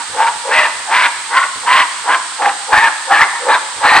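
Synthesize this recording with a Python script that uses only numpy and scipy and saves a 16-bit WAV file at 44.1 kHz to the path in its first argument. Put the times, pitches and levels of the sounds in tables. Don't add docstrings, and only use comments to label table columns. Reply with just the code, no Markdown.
import sys
import numpy as np
from scipy import signal
from scipy.fft import rfft, irfft
from scipy.io import wavfile
from scipy.ndimage import uniform_filter1d

SR = 44100
rng = np.random.default_rng(int(sys.argv[2]) if len(sys.argv) > 2 else 0)


def inscribe(sig):
    pcm = np.round(np.clip(np.atleast_2d(sig).T, -1, 1) * 32767)
    wavfile.write(sys.argv[1], SR, pcm.astype(np.int16))


N = 176400
T = np.arange(N) / SR
BIN_HZ = np.maximum(np.arange(N // 2 + 1) * SR / N, 1)


def from_db(db):
    return 10 ** (np.asarray(db) / 20)


def unit_rms(x):
    return x / np.sqrt(np.mean(x ** 2) + 1e-20)


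def at_bins(points):
    hz, value = np.transpose(points)
    return np.interp(np.log(BIN_HZ), np.log(hz), value)


def in_time(points):
    return np.interp(T, *np.transpose(points))


def colour(x, spectrum):
    return unit_rms(irfft(rfft(x) * from_db(at_bins(spectrum)), N))


def pan(db):
    return from_db([[db / 2], [-db / 2]])


def drift(hz):
    return unit_rms(irfft(rfft(rng.standard_normal(N)) / (1 + (BIN_HZ / hz) ** 2), N))


def stereo_noise(coherence):
    mid, side = rfft(rng.standard_normal((2, N)))
    return irfft(np.sqrt((1 + coherence) / 2) * mid + np.sqrt((1 - coherence) / 2) * side * [[1], [-1]], N)


def resonate(x, hz, width_hz):
    carrier = np.exp(2j * np.pi * np.cumsum(hz * np.ones(len(x))) / SR)
    lowpass = signal.butter(2, width_hz / 2, fs=SR, output="sos")
    return unit_rms((signal.sosfilt(lowpass, x / carrier) * carrier).real)


def steady(x, samples=900):
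    return x / np.sqrt(np.abs(uniform_filter1d(x ** 2, samples)) + 1e-3)


def span(start, length):
    near = np.abs(T - start - length / 2) < length / 2 + .15
    return near, T[near] - start


def envelope(t, length, attack_s, release_s):
    return np.exp(np.minimum(t, 0) / attack_s - np.maximum(t - length, 0) / release_s)


def open_air():
    # frequency_hz, gain_db
    spectrum = [(30, -27), (70, -26), (200, -15.5), (400, -13.5), (650, -9.5), (900, 1.5), (1300, 5.5),
                (1800, 3), (2600, -2), (3300, 1.5), (4600, 1), (5700, -4), (8000, -1.5), (10000, -22.5),
                (12000, -67.5), (16000, -7)]
    # frequency_hz, coherence
    coherence = [(100, 1), (400, 1), (1000, 0.69), (2000, 0.43), (4000, 0.25), (8000, 0.067)]
    return from_db(-26) * colour(stereo_noise(at_bins(coherence)), spectrum) * pan(db=-4.5)


def insects():
    # frequency_hz, gain_db
    spectrum = [(5000, -44), (6800, -16.5), (7700, -2), (8500, 3), (9100, -3), (9900, -13), (10800, -29),
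                (14000, -58)]
    level = from_db(-30 - 0.32 * drift(hz=47))
    return level * colour(stereo_noise(coherence=0.4), spectrum)


def yard(x):
    # frequency_hz, coherence
    coherence = [(300, 1), (1000, 0.73), (2000, 0.34), (4000, 0.62)]
    t60_s, build_up_s, tail_db, right_lag_s = 0.91, .012, -10.5, .00004
    direct = np.array([x[0], np.interp(T - right_lag_s, T, x[1])])
    decay = from_db(-60 * T / t60_s) * (1 - np.exp(-T / build_up_s))
    tail = (stereo_noise(at_bins(coherence)) * decay)[:, :SR]
    tail = tail / np.sqrt(np.sum(tail ** 2) / 2)
    return direct + from_db(tail_db) * signal.fftconvolve(x.mean(axis=0)[None], tail, axes=1)[:, :N]


def footfalls():
    # start_s, level_db
    steps = [(.097, -39), (0.268, -44), (.355, -47), (0.738, -46), (.8, -52), (1.165, -46), (1.556, -38.5),
             (2.0, -50), (2.438, -42), (3.765, -41)]
    # frequency_hz, gain_db
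    thud = [(30, -41), (100, 10.5), (170, -8.5), (280, 4), (500, 4), (2000, -24)]
    level = sum(from_db(db) * envelope(T - start, 0.0047, attack_s=0.0033, release_s=0.042)
                for start, db in steps)
    return level * colour(rng.standard_normal(N), thud)


def vocal_folds():
    pitch_hz, jitter, shimmer_db = 292.1, .3, 1.9
    gate_depth, breath_share = 0.52, 0.89
    cycles = np.cumsum(pitch_hz * np.exp(jitter * drift(hz=150))) / SR
    pulses = np.diff(np.floor(cycles), prepend=0) * from_db(shimmer_db * drift(hz=180))
    breath = rng.standard_normal(N) * (1 + gate_depth * np.cos(2 * np.pi * cycles))
    return np.sqrt(1 - breath_share) * unit_rms(pulses) + np.sqrt(breath_share) * unit_rms(breath)


def hoots():
    # start_s, length_s, resonance_hz, lower_level_db, upper_level_db
    calls = [(0.148, 0.1, 499, -28.5, -27.5), (0.458, 0.079, 529, -24, -26), (0.555, 0.089, 636, -24, -38),
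             (0.889, 0.016, 477, -48, -20.5), (1.312, 0.02, 485, -34.5, -37),
             (1.638, 0.018, 505, -37, -28.5), (2.05, 0.082, 504, -39.5, -24), (2.4, .08, 515, -29.5, -18),
             (2.689, 0.039, 509, -30, -23.5), (3.079, 0.039, 540, -30, -27), (3.111, 0.015, 790, -11, -20),
             (3.418, 0.064, 513, -27, -31.5), (3.476, 0.028, 520, -18.5, -21.5),
             (3.819, .07, 536, -28, -20.5)]
    upper_ratio, edge_s = 1.72, 0.0082
    source, out = vocal_folds(), np.zeros(N)
    for start, length, hz, lower_db, upper_db in calls:
        near, t = span(start, length)
        lower = from_db(lower_db) * steady(resonate(source[near], hz, width_hz=61))
        upper = from_db(upper_db) * steady(resonate(source[near], hz * upper_ratio, width_hz=170))
        out[near] += envelope(t, length, edge_s, edge_s) * (lower + upper)
    return out


def squeal():
    # time_s, pitch_hz
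    contour = [(0, 979), (.16, 792.4), (.21, 902), (.3, 954), (.48, 799.6), (.52, 930), (.66, 956),
               (.89, 810), (.98, 1027), (1.07, 952), (1.31, 872), (1.37, 1080), (1.45, 1134), (1.65, 890),
               (1.69, 985.4), (1.8, 1118), (1.84, 954), (2.08, 960.5), (2.16, 1044), (2.4, 807.4),
               (2.5, 797.6), (2.73, 865), (2.8, 858), (2.85, 950.4), (2.89, 871), (3.11, 793), (3.25, 940),
               (3.39, 960), (3.5, 869), (3.55, 1010), (3.83, 830), (4, 890)]
    jitter, flutter_db = 0.0332, 5
    hz = in_time(contour) * (1 + jitter * drift(hz=120.6))
    return unit_rms(np.sin(2 * np.pi * np.cumsum(hz) / SR) * from_db(flutter_db * drift(hz=74.7)))


def effort():
    # centre_s, boost_db
    surges = [(.595, 2.5), (1.06, 2), (1.376, 7.5), (2.468, 5), (2.735, 5), (2.78, 3), (2.844, 3.5),
              (3.127, 0), (3.222, 5), (3.854, 2.5), (3.968, 5)]
    half_width_s, shudder_db = 0.012, 1.12
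    surge_db = sum(db * np.exp(-((T - centre) / half_width_s) ** 2) for centre, db in surges)
    return from_db(surge_db + shudder_db * drift(hz=26))


def barks():
    # start_s, length_s, attack_s, level_db, swell_db, squeal_db, mouth_db,
    # snarl_hz, snarl_db, bright_db, pan_db
    calls = [(-.16, 0.17, .017, -12.5, 14, -1, -9, 2700, -26, -10, -6),
             (.204, 0.082, 0.023, -12, -0.5, 2.5, -8.5, 2540, -28, -3.5, 0.5),
             (.518, 0.14, .019, -8, 2, -2.5, -0.5, 2554, -9.5, 3, 0.3),
             (.925, 0.14, 0.021, -8, 1.5, -3, -8, 2125, -13.5, 3.5, -.3),
             (1.341, 0.1, 0.024, -12, 1, 1.5, -1, 1980, -6, 0.5, 0),
             (1.678, .152, 0.0093, -10.5, -1.5, 2.5, -8, 2915, -15, 3, -0.5),
             (2.094, 0.057, .017, -11, -0.5, -3, -7, 3130, -24, -6, -.3),
             (2.417, 0.078, 0.0075, -12, 2.5, -2.5, -15, 2080, -39, -3.5, -0.7),
             (2.727, .15, 0.0098, -9, 0.5, 1, -0.5, 2353, -18, 0, 0.8),
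             (3.117, 0.12, 0.013, -8, 0.5, -8, -2, 1268, -12.5, -3, 1.1),
             (3.335, 0.047, 0.015, -21.5, 0, 0, 3.5, 2205, -18, -3, 0),
             (3.499, 0.054, 0.019, -6.5, 1, -4, -6, 3930, -15, -3, 0.5),
             (3.846, 0.2, 0.016, -6, 2, -8, -8.5, 4150, -18, -3.5, 0.5)]
    # frequency_hz, gain_db
    throat = [(120, -44), (280, -35), (400, -19.5), (520, -15.5), (680, -10), (850, -5.5), (1130, 0.5),
              (1350, -3.5), (1800, -0.5), (2400, -5), (3000, -10.5), (3600, -14), (4400, -18),
              (5500, -25.5), (9000, -43)]
    # time_s, resonance_hz
    formant = [(.2, 1480), (.3, 1580), (.52, 1750), (.58, 2010), (.66, 1770), (.93, 1527), (1.07, 1694),
               (1.35, 1460), (1.45, 1420), (1.69, 1930), (1.83, 1950), (2.09, 1540), (2.48, 1630),
               (2.73, 1629), (2.81, 1806), (2.88, 1657), (3.12, 1715), (3.18, 1740), (3.23, 1983),
               (3.36, 1850), (3.52, 1667), (3.85, 1727), (4, 1970)]
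    crossover_hz, snarl_q, open_delay_s = 1620, 6, 0.031
    source, out = vocal_folds(), np.zeros((2, N))
    rasp = steady(colour(source, throat))
    bright = irfft(rfft(rasp) / (1 + (crossover_hz / BIN_HZ) ** 6), N)
    chest = from_db(-31.5) * resonate(source, hz=306, width_hz=81)
    body = rasp - bright + chest
    tone = squeal()
    wander = 1 + 0.043 * drift(hz=45)
    mouth = steady(resonate(source, in_time(formant) * wander, width_hz=167))
    for (start, length, attack, level_db, swell_db, squeal_db, mouth_db,
         snarl_hz, snarl_db, bright_db, pan_db) in calls:
        near, t = span(start, length)
        snarl = steady(resonate(source[near], snarl_hz * wander[near], snarl_hz / snarl_q))
        opening = envelope(t - open_delay_s, length - open_delay_s, attack_s=0.037, release_s=0.011)
        treble = (from_db(bright_db) * bright[near] + from_db(mouth_db) * mouth[near]
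                  + from_db(snarl_db) * snarl)
        voice = steady(body[near] + from_db(squeal_db) * tone[near] + opening * treble, samples=450)
        progress = np.clip(t / length, 0, 1)
        level = from_db(level_db + swell_db * (progress - 1.5))
        out[:, near] += pan(pan_db) * level * envelope(t, length, attack, release_s=0.019) * voice
    return out * effort()


def scene():
    bass_cut = signal.butter(4, 193, "high", fs=SR, output="sos")
    voice = signal.sosfilt(bass_cut, barks() + hoots())
    return yard(voice + footfalls()) + open_air() + insects()


def record(dry):
    stop_hz = 16100
    lowpass = signal.cheby2(12, 60, stop_hz, fs=SR, output="sos")
    return signal.sosfilt(lowpass, np.clip(dry, -1, 1))


dry = scene()
out = record(dry)
inscribe(out)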